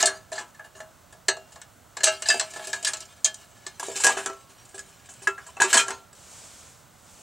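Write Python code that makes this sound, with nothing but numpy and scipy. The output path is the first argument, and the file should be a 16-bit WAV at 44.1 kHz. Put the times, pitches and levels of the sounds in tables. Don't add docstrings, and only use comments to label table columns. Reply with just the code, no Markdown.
import sys
import numpy as np
from scipy import signal
from scipy.io import wavfile
from scipy.ndimage import uniform_filter1d

SR = 44100
rng = np.random.default_rng(int(sys.argv[2]) if len(sys.argv) > 2 else 0)


def file_out(sig):
    cols = np.atleast_2d(sig).T
    lim = np.clip(cols, -1, 1)
    pcm = np.round(lim * 32767).astype(np.int16)
    wavfile.write(sys.argv[1], SR, pcm)


N = 318401

# pitch_hz, level_db (per Hz)
AIR = [(15, -41), (25, -11), (92, 8), (489, -7.5), (659, -4), (988, -7), (1130, -1.5), (2280, -14),
       (2840, -10.5), (5140, -15), (7510, -11.5), (11000, -21.5), (16000, -17)]
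AIR_DB = -54.5
# pitch_hz, likeness (0 to 1)
LIKENESS = [(30, 0.26), (120, 0.8), (400, 1), (1500, 1), (6000, 0.89)]
# pitch_hz, left_minus_right_db
LEAN = [(30, -14), (80, -8.5), (250, -6), (700, 17.5), (3000, -4.5)]
# time_s, level_db
SCRAPE = [(0.0, -25), (0.46, -112), (1.36, -81), (1.5, -62), (1.78, -82), (2.1, -57), (2.34, -29.5),
          (2.46, -42.5), (2.65, -37.5), (2.8, -43), (3.03, -52), (3.69, -55), (3.95, -35.5), (4.28, -41.5),
          (4.47, -55), (5.57, -53), (5.7, -27.5), (5.9, -52), (6.1, -67)]
# start_s, treble_db (of the tear), boom_db, clang_db (of the can), crunch_t60_s
SLIPS = [(0.0014, -13.5, -30, -19, 0.19), (0.0269, -12.5, -18.5, -18.5, 0.061),
         (0.0563, -8, -58, -29, 0.15), (0.071, -31, -25.5, -18.5, 0.26), (0.3176, -36, -27, -36.5, 0.14),
         (0.3247, -26, -54, -33.5, 0.18), (0.3535, -26.5, -35, -31, 0.23), (0.379, -22.5, -26, -25.5, 0.27),
         (0.546, -49.5, -58, -46, 0.06), (0.593, -53, -42, -37, 0.13), (0.643, -44, -45, -44, 0.2),
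         (0.7514, -38.5, -40.5, -40, 0.39), (0.8026, -42, -37, -36, 0.14), (1.1243, -42.5, -43, -47, 0.15),
         (1.283, -10.5, -21, -14, 0.097), (1.3668, -39.5, -31.5, -45, 0.078), (1.5195, -40, -47, -51, 0.18),
         (1.5564, -44, -40, -43, 0.14), (1.6152, -35.5, -49.5, -40, 0.069),
         (1.9682, -27.5, -32, -28.5, 0.14), (2.0046, -31.5, -36, -30, 0.08), (2.033, -10, -22, -26, 0.16),
         (2.041, 3.5, -16, -12, 0.13), (2.0677, -13, -22.5, -15, 0.071), (2.221, -24.5, -37, -29.5, 0.094),
         (2.2568, -15.5, -35, -25, 0.34), (2.2855, -13, -27, -35, 0.05), (2.3011, -13, -50, -13.5, 0.029),
         (2.3413, -27, -20, -34, 0.069), (2.3955, -15, -39, -22, 0.12), (2.4093, -25.5, -33.5, -25, 0.081),
         (2.505, -37, -55, -63, 0.11), (2.5359, -34.5, -44, -41, 0.12), (2.5591, -37, -32, -33, 0.12),
         (2.593, -43, -33.5, -34, 0.091), (2.6401, -32, -49, -40, 0.2), (2.6704, -29, -29, -44, 0.14),
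         (2.7299, -19.5, -29, -23, 0.071), (2.8268, -28, -38, -46, 0.11), (2.847, -14, -36, -23, 0.13),
         (2.8679, -12.5, -31, -18, 0.2), (2.9332, -21, -37.5, -29.5, 0.14),
         (2.9683, -31.5, -41.5, -54, 0.079), (3.0038, -31, -54, -53, 0.11), (3.053, -39, -64, -90, 0.078),
         (3.2446, -8, -35.5, -35.5, 0.15), (3.2573, -25, -36.5, -24.5, 0.08),
         (3.3425, -30, -60, -68, 0.043), (3.6647, -27, -43, -36, 0.14), (3.7961, -22, -32.5, -31.5, 0.14),
         (3.8279, -28.5, -33, -33, 0.15), (3.865, -32, -59, -62, 0.08), (3.883, -36, -18, -50, 0.097),
         (3.914, -26, -33, -46, 0.19), (3.9561, -14.5, -29, -30, 0.26), (3.9977, -15.5, -35.5, -28, 0.21),
         (4.0359, -15, -38, -14.5, 0.072), (4.043, -6.5, -14, -12.5, 0.14),
         (4.0664, -7.5, -15.5, -9.5, 0.13), (4.0909, -15.5, -16.5, -14, 0.2), (4.1681, -20, -23, -16, 0.23),
         (4.2592, -21.5, -27, -20, 0.13), (4.2975, -36, -30.5, -28, 0.059), (4.496, -37, -47, -61, 0.27),
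         (4.6516, -41, -60, -58, 0.054), (4.69, -45, -60, -60, .1), (4.7429, -28, -33, -42, 0.26),
         (4.779, -33.5, -59, -31, 0.056), (4.7909, -30.5, -60, -36, 0.14), (4.886, -42, -57, -57, 0.23),
         (5.057, -44, -60, -69, 0.099), (5.0883, -29.5, -47, -38, 0.28), (5.137, -40.5, -59, -55, 0.06),
         (5.2179, -26, -38.5, -38, 0.29), (5.2722, -23.5, -30.5, -11, 0.11),
         (5.3787, -44, -40.5, -26.5, 0.16), (5.464, -34.5, -42, -39, 0.18), (5.568, -45, -34, -29, 0.13),
         (5.6009, -13, -16, -13, 0.23), (5.6185, -3, -15.5, -2, 0.12), (5.7289, -7.5, -36, -7, 0.14),
         (5.7418, -3.5, -11, -5, 0.14), (5.769, -10, -23, -12, 0.054), (5.7737, -1, -19, -5, 0.16),
         (5.8627, -31, -25, -45, 0.33), (5.8812, -26.5, -26, -25, 0.12), (5.9044, -24.5, -24, -17.5, 0.11),
         (6.1288, -41.5, -48, -54, 0.062)]
SLIP_HZ = [600, 1600, 3500, 7500]
# pitch_hz, level_db, t60_s
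WALL_MODES = [(390, -1, 0.26), (635, 6, 0.27), (694.7, 5, 0.2), (841.8, 0, 0.24), (1123, -15, .25),
              (1313, -8, 0.4), (1567, -5, 0.2), (1666, 4, 0.2), (1743, 10, 0.11), (2146, -8, 0.2),
              (2832, -4, 0.22), (3050, -9, 0.16), (3813, -3.5, 0.091), (4205, 0, 0.13), (4750, 1, 0.06)]
# pitch_hz, level_db, t60_s
BASE_MODES = [(391, 3, 0.24), (660, -1.5, 0.21), (784, 1.5, 0.13), (930, -6, 0.07), (1360, -14, 0.28),
              (1526, -12, 0.11), (1652, 10, 0.08), (2540, -4, 0.16), (2640, -4, 0.2), (3030, -3, 0.17),
              (3490, -7, .12), (4130, -5, .12)]
# pitch_hz, level_db
SHEET = [(130, -38), (250, -22.5), (500, -20.5), (1000, -11), (2250, -14), (3000, -10.5), (5000, -10),
         (7500, -3), (9500, -8), (12000, -27), (16000, -28)]
# pitch_hz, t60_share (of the slip's own t60)
SHEET_DYING = [(250, 1), (1500, 1), (5000, 0.44), (9000, 0.65), (16000, 0.29)]
# start_s, pitch_hz, level_db, t60_s
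STRIP = [(.06, 6660, -40, 0.34), (0.07, 1710, -39, 0.4), (0.071, 4240, -29, 0.19),
         (1.285, 2780, -44.5, 0.57), (1.286, 384, -29.5, 0.19), (2.068, 2735, -23.5, 0.21),
         (2.075, 640, -19, 0.16), (2.288, 2640, -21.5, 0.32), (2.286, 5050, -11.5, .06),
         (2.288, 4800, -15.5, 0.21), (2.30, 1698, -24, 0.2), (2.342, 640, -19.5, 0.07),
         (2.873, 8900, -22.5, 0.07), (3.25, 3195, -26, 0.19), (3.275, 1714, -30.5, 0.16),
         (3.665, 374, -35.5, 0.068), (3.829, 970, -12, 0.014), (4.003, 870, -21, 0.02),
         (4.045, 1653, -10.5, 0.21), (4.09, 900, -16, 0.036), (4.169, 1650, -15.5, 0.05),
         (4.261, 1334, -30.5, 0.36), (4.272, 1093, -51.5, 1.0), (4.782, 1680, -35, .12),
         (5.271, 1660, -3, 0.036), (5.28, 392, -25.5, 0.15), (5.284, 1362, -28, 0.31),
         (5.488, 1000, -36, 0.055), (5.567, 2650, -33, .07), (5.614, 940, -6.5, 0.031),
         (5.62, 8140, -20, 0.13), (5.639, 376.5, -20, 0.14), (5.767, 954, -12, 0.06),
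         (5.776, 3196, -9, 0.11), (5.79, 1365, -27, 0.48), (5.791, 2460, -16.5, 0.12)]
# time_s, level_db
SLEEVE = [(6.15, -54.5), (6.386, -46.5), (6.69, -51), (6.91, -67), (7.08, -55), (7.22, -52)]
# pitch_hz, level_db (per Hz)
CLOTH = [(1180, -6), (2000, -6.5), (2960, -4), (4650, -6), (7440, 0.5), (13700, -32), (16000, -16)]

SLIP_S, TREBLE_DB, BOOM_DB, CLANG_DB, CRUNCH_T60_S = np.transpose(SLIPS)
SLIP_STARTS = np.round(SLIP_S * SR).astype(int)
WALL_OFF_S = 3.75
TREBLE_SHARE, MIDDLE_WALL_DB, MIDDLE_BASE_DB = 0.82, -2, -7.5
DRAG_DB, DRAG_T60_S = -28.5, 0.32
FLAP_HZ, FLAP_SPREAD_HZ, FLAP_DB = 7450, 1080, -8.5
SHIMMER_DB, SHIMMER_T60_S = -37.5, 0.074
BEAT_HZ, TWIN_SHARE = 28, 0.13
WHINE_HZ, WHINE_DB = 15735, -72
LIMIT_DB, RELEASE_DB_PER_S = -5.0, 345.0
TOP_CUT_HZ = 16700


def from_db(db):
    return 10 ** (np.asarray(db) / 20)


def rms_one(x):
    return x / np.sqrt(np.mean(x ** 2) + 1e-20)


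def in_time(rows):
    time_s, level_db = np.transpose(rows)
    return from_db(np.interp(np.arange(N) / SR, time_s, level_db, left=-150, right=-150))


def at_hz(points, hz):
    table_hz, values = np.transpose(points)
    return np.interp(np.log(hz), np.log(table_hz), values)


def filtered(x, order, hz, kind="low"):
    return signal.sosfilt(signal.butter(order, hz, kind, fs=SR, output="sos"), x)


def drift(rate_hz):
    pole = np.exp(-2 * np.pi * rate_hz * 40 / SR)
    draws = rng.standard_normal(N // 40 + 2002)
    slow = signal.lfilter([1], [1, -2 * pole, pole * pole], draws)[2000:]
    return np.interp(np.arange(N) / 40, np.arange(len(slow)), rms_one(slow))


def ring(force, hz, t60_s):
    decay, turn = from_db(-60 / (t60_s * SR)), 2 * np.pi * hz / SR
    feedback = [1, -2 * decay * np.cos(turn), decay * decay]
    return signal.lfilter([0, np.sin(turn)], feedback, force + 1e-18)


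def grit(per_s, spread_db):
    sizes = from_db(spread_db * np.minimum(rng.exponential(1, N), 4)) * rng.choice([-1, 1], N)
    return rms_one(sizes * (rng.random(N) < per_s / SR))


def banded_noise(spectrum, patchy_db):
    out, edges = 0, 24 * 2 ** np.arange(0, 9.6, .5)
    white = rng.standard_normal((2, 2, N))
    for k, (low, high) in enumerate(zip(edges, edges[1:])):
        mid, side = filtered(white[k % 2], 2, [low, high], "band")
        hz = np.sqrt(low * high)
        alike = np.clip(at_hz(LIKENESS, hz), 0, 1)
        gain = from_db(at_hz(spectrum, hz) + patchy_db * drift(9.7))
        lean = from_db(at_hz(LEAN, hz) * np.array([[.5], [-.5]]))
        stereo = np.sqrt(1 + alike) * mid + np.sqrt(1 - alike) * side * [[1], [-1]]
        out = out + gain * lean * stereo
    return rms_one(out)


def air():
    return from_db(AIR_DB) * banded_noise(AIR, patchy_db=.5)


def whine():
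    return from_db(WHINE_DB) * np.sin(2 * np.pi * WHINE_HZ * np.arange(N) / SR)


def drag():
    pushes = np.zeros(N)
    pushes[SLIP_STARTS] = from_db(TREBLE_DB + DRAG_DB)
    return signal.lfilter([1], [1, -from_db(-60 / (DRAG_T60_S * SR))], pushes + 1e-18)


def scraping():
    fine_grain = grit(per_s=6000.0, spread_db=3.5)
    lone_ticks = grit(per_s=250.0, spread_db=3.0)
    pressure = (in_time(SCRAPE) + drag()) * from_db(3.3 * drift(13.3))
    return pressure * rms_one(fine_grain + .5 * lone_ticks)


def slip_colours():
    between_db = TREBLE_SHARE * TREBLE_DB + (1 - TREBLE_SHARE) * CLANG_DB
    middle_db = between_db + np.where(SLIP_S < WALL_OFF_S, MIDDLE_WALL_DB, MIDDLE_BASE_DB)
    return np.c_[BOOM_DB, CLANG_DB, middle_db, TREBLE_DB]


def slip_levels(hz):
    return np.array([at_hz(np.c_[SLIP_HZ, levels_db], hz) for levels_db in slip_colours()])


def rise_s(t60_s):
    return 0.00088 + 0.1 * max(t60_s - .14, 0)


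def ringing(scrape):
    force, latest_slip = np.zeros(N), np.zeros(N, int)
    ticks = grit(per_s=9000.0, spread_db=4.0)
    fade = np.exp(-np.arange(600) / (0.0017 * SR))
    for k, start in enumerate(SLIP_STARTS):
        span = slice(start, start + len(fade))
        force[span] += rms_one(ticks[span] * fade) / np.sqrt(len(fade))
        latest_slip[start:] = k

    wall_on = np.arange(N) < WALL_OFF_S * SR
    modes = [(*m, wall_on) for m in WALL_MODES] + [(*m, ~wall_on) for m in BASE_MODES]
    luck_db = 3.0 * rng.standard_normal((len(SLIPS), len(modes)))
    out = np.zeros(N)
    for k, (hz, mode_db, t60_s, driven) in enumerate(modes):
        strike = force * from_db(slip_levels(hz) + luck_db[:, k])[latest_slip]
        push = strike + from_db(-34) * scrape
        out += ring(from_db(mode_db - 15.0) * driven * push, hz, t60_s) * (-1) ** k
    return out


def crunch(scrape):
    edges = 130 * 2 ** np.arange(0, 7, .2)
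    ticks = [grit(per_s=7500.0, spread_db=-8.5), grit(per_s=13000.0, spread_db=3.0)]
    luck_db = 4.53 * rng.standard_normal((len(SLIPS), len(edges)))
    out = np.zeros(N)
    for k, (low, high) in enumerate(zip(edges, edges[1:])):
        hz, power = np.sqrt(low * high), np.zeros(N)
        gains = from_db(slip_levels(hz) + luck_db[:, k])
        for start, slip_t60_s, gain in zip(SLIP_STARTS, CRUNCH_T60_S, gains):
            t60 = np.clip(slip_t60_s * at_hz(SHEET_DYING, hz), .01, .4) * SR
            age = np.arange(int(t60))
            swell = 1 - np.exp(-age / (rise_s(slip_t60_s) * SR))
            crack = 8.7 * np.exp(-age / (0.00098 * SR))
            tail = 1e-6 ** (age / t60)
            power[start:start + len(age)] += (gain * swell) ** 2 * (tail + crack)
        rubbed = from_db(-7.0 + 4.2 * drift(46.0)) * np.roll(scrape, 7 * (k % 2))
        shaken = ticks[k % 2] * np.sqrt(power) + rubbed
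        colour = from_db(at_hz(SHEET, hz) + 5.0) * np.sqrt(4000 / hz)
        out += colour * filtered(shaken + 1e-18, 2, [low, high], "band")
    return out


def flap():
    out, age_s = np.zeros(N + 5500), np.arange(5500) / SR
    chance = rng.random((len(SLIPS), 4, 80))
    slips = zip(SLIP_STARTS, TREBLE_DB, CRUNCH_T60_S, slip_colours(), chance)
    for start, treble_db, slip_t60_s, levels_db, (place, size, damping, turn) in slips:
        main_hz = FLAP_HZ + FLAP_SPREAD_HZ * (size[0] - .5)
        mode_hz = 450 + 8000 * place ** 1.8
        colour_db = at_hz(np.c_[SLIP_HZ, levels_db], mode_hz) + at_hz(SHEET, mode_hz)
        mode_db = colour_db - 6 - 8.0 * size - 1.5 * np.log2(mode_hz / 2000)
        mode_t60_s = (.08 + .12 * damping) * (2000 / mode_hz) ** .3

        hz, t60_s = np.r_[main_hz, mode_hz], np.r_[.07, mode_t60_s]
        gain = from_db(np.r_[treble_db + FLAP_DB, mode_db])
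        tones = np.sin(2 * np.pi * (hz[:, None] * age_s + np.r_[0, turn][:, None]))
        decay = np.exp(-np.log(1000) * age_s / t60_s[:, None])
        swell = 1 - np.exp(-age_s / rise_s(slip_t60_s))
        out[start:start + len(age_s)] += swell * (gain @ (tones * decay))
    return out[:N]


def shimmer(scrape):
    out = np.zeros(N)
    for hz in np.geomspace(2300, 9000, 36) * rng.uniform(.98, 1.02, 36):
        grip = from_db(SHIMMER_DB + at_hz(SHEET, hz) + 4.34 * drift(5.9))
        out += ring(grip * scrape, hz, SHIMMER_T60_S)
    return out


def strip():
    out, t = np.zeros(N), np.arange(N) / SR
    for start_s, hz, level_db, t60_s in STRIP:
        age_s = np.maximum(t - start_s, 0)
        twin = TWIN_SHARE * np.sin(2 * np.pi * (hz + BEAT_HZ) * age_s)
        pair = np.sin(2 * np.pi * hz * age_s) + twin
        swell = 1 - np.exp(-age_s / 0.0025)
        out += swell * from_db(level_db - 60 * age_s / t60_s) * pair
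    return out


def can():
    scrape = scraping()
    steel = ringing(scrape) + crunch(scrape) + flap() + shimmer(scrape) + strip()
    return filtered(steel, 2, 220, "high")


def sleeve():
    return in_time(SLEEVE) * banded_noise(CLOTH, patchy_db=.8)


def narrowed(noise):
    mid, side = (noise[0] + noise[1]) / 2, (noise[0] - noise[1]) / 2
    low = filtered(side, 6, 1400)
    high = filtered(side, 5, [5600, 8500], "band")
    return mid + (low + high) * [[1], [-1]]


def scene():
    background = air()
    steel = can()
    bass = filtered(steel, 2, 700)
    spread = filtered(np.roll(steel, 4), 4, [5500, 8500], "band")
    side = from_db(-20.5) * spread - from_db(-17.5) * bass
    return steel + side * [[1], [-1]] + narrowed(background + sleeve())


def record(dry):
    over_db = np.maximum(20 * np.log10(np.abs(dry).max(axis=0) + 1e-9) - LIMIT_DB, 0)
    slope_db = RELEASE_DB_PER_S * np.arange(N) / SR
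    held_db = np.maximum.accumulate(over_db + slope_db) - slope_db
    held_db = uniform_filter1d(held_db, size=33)
    top_cut = signal.cheby2(12, 60, TOP_CUT_HZ, fs=SR, output="sos")
    return signal.sosfilt(top_cut, from_db(-held_db) * dry + whine())


dry = scene()
out = record(dry)
file_out(out)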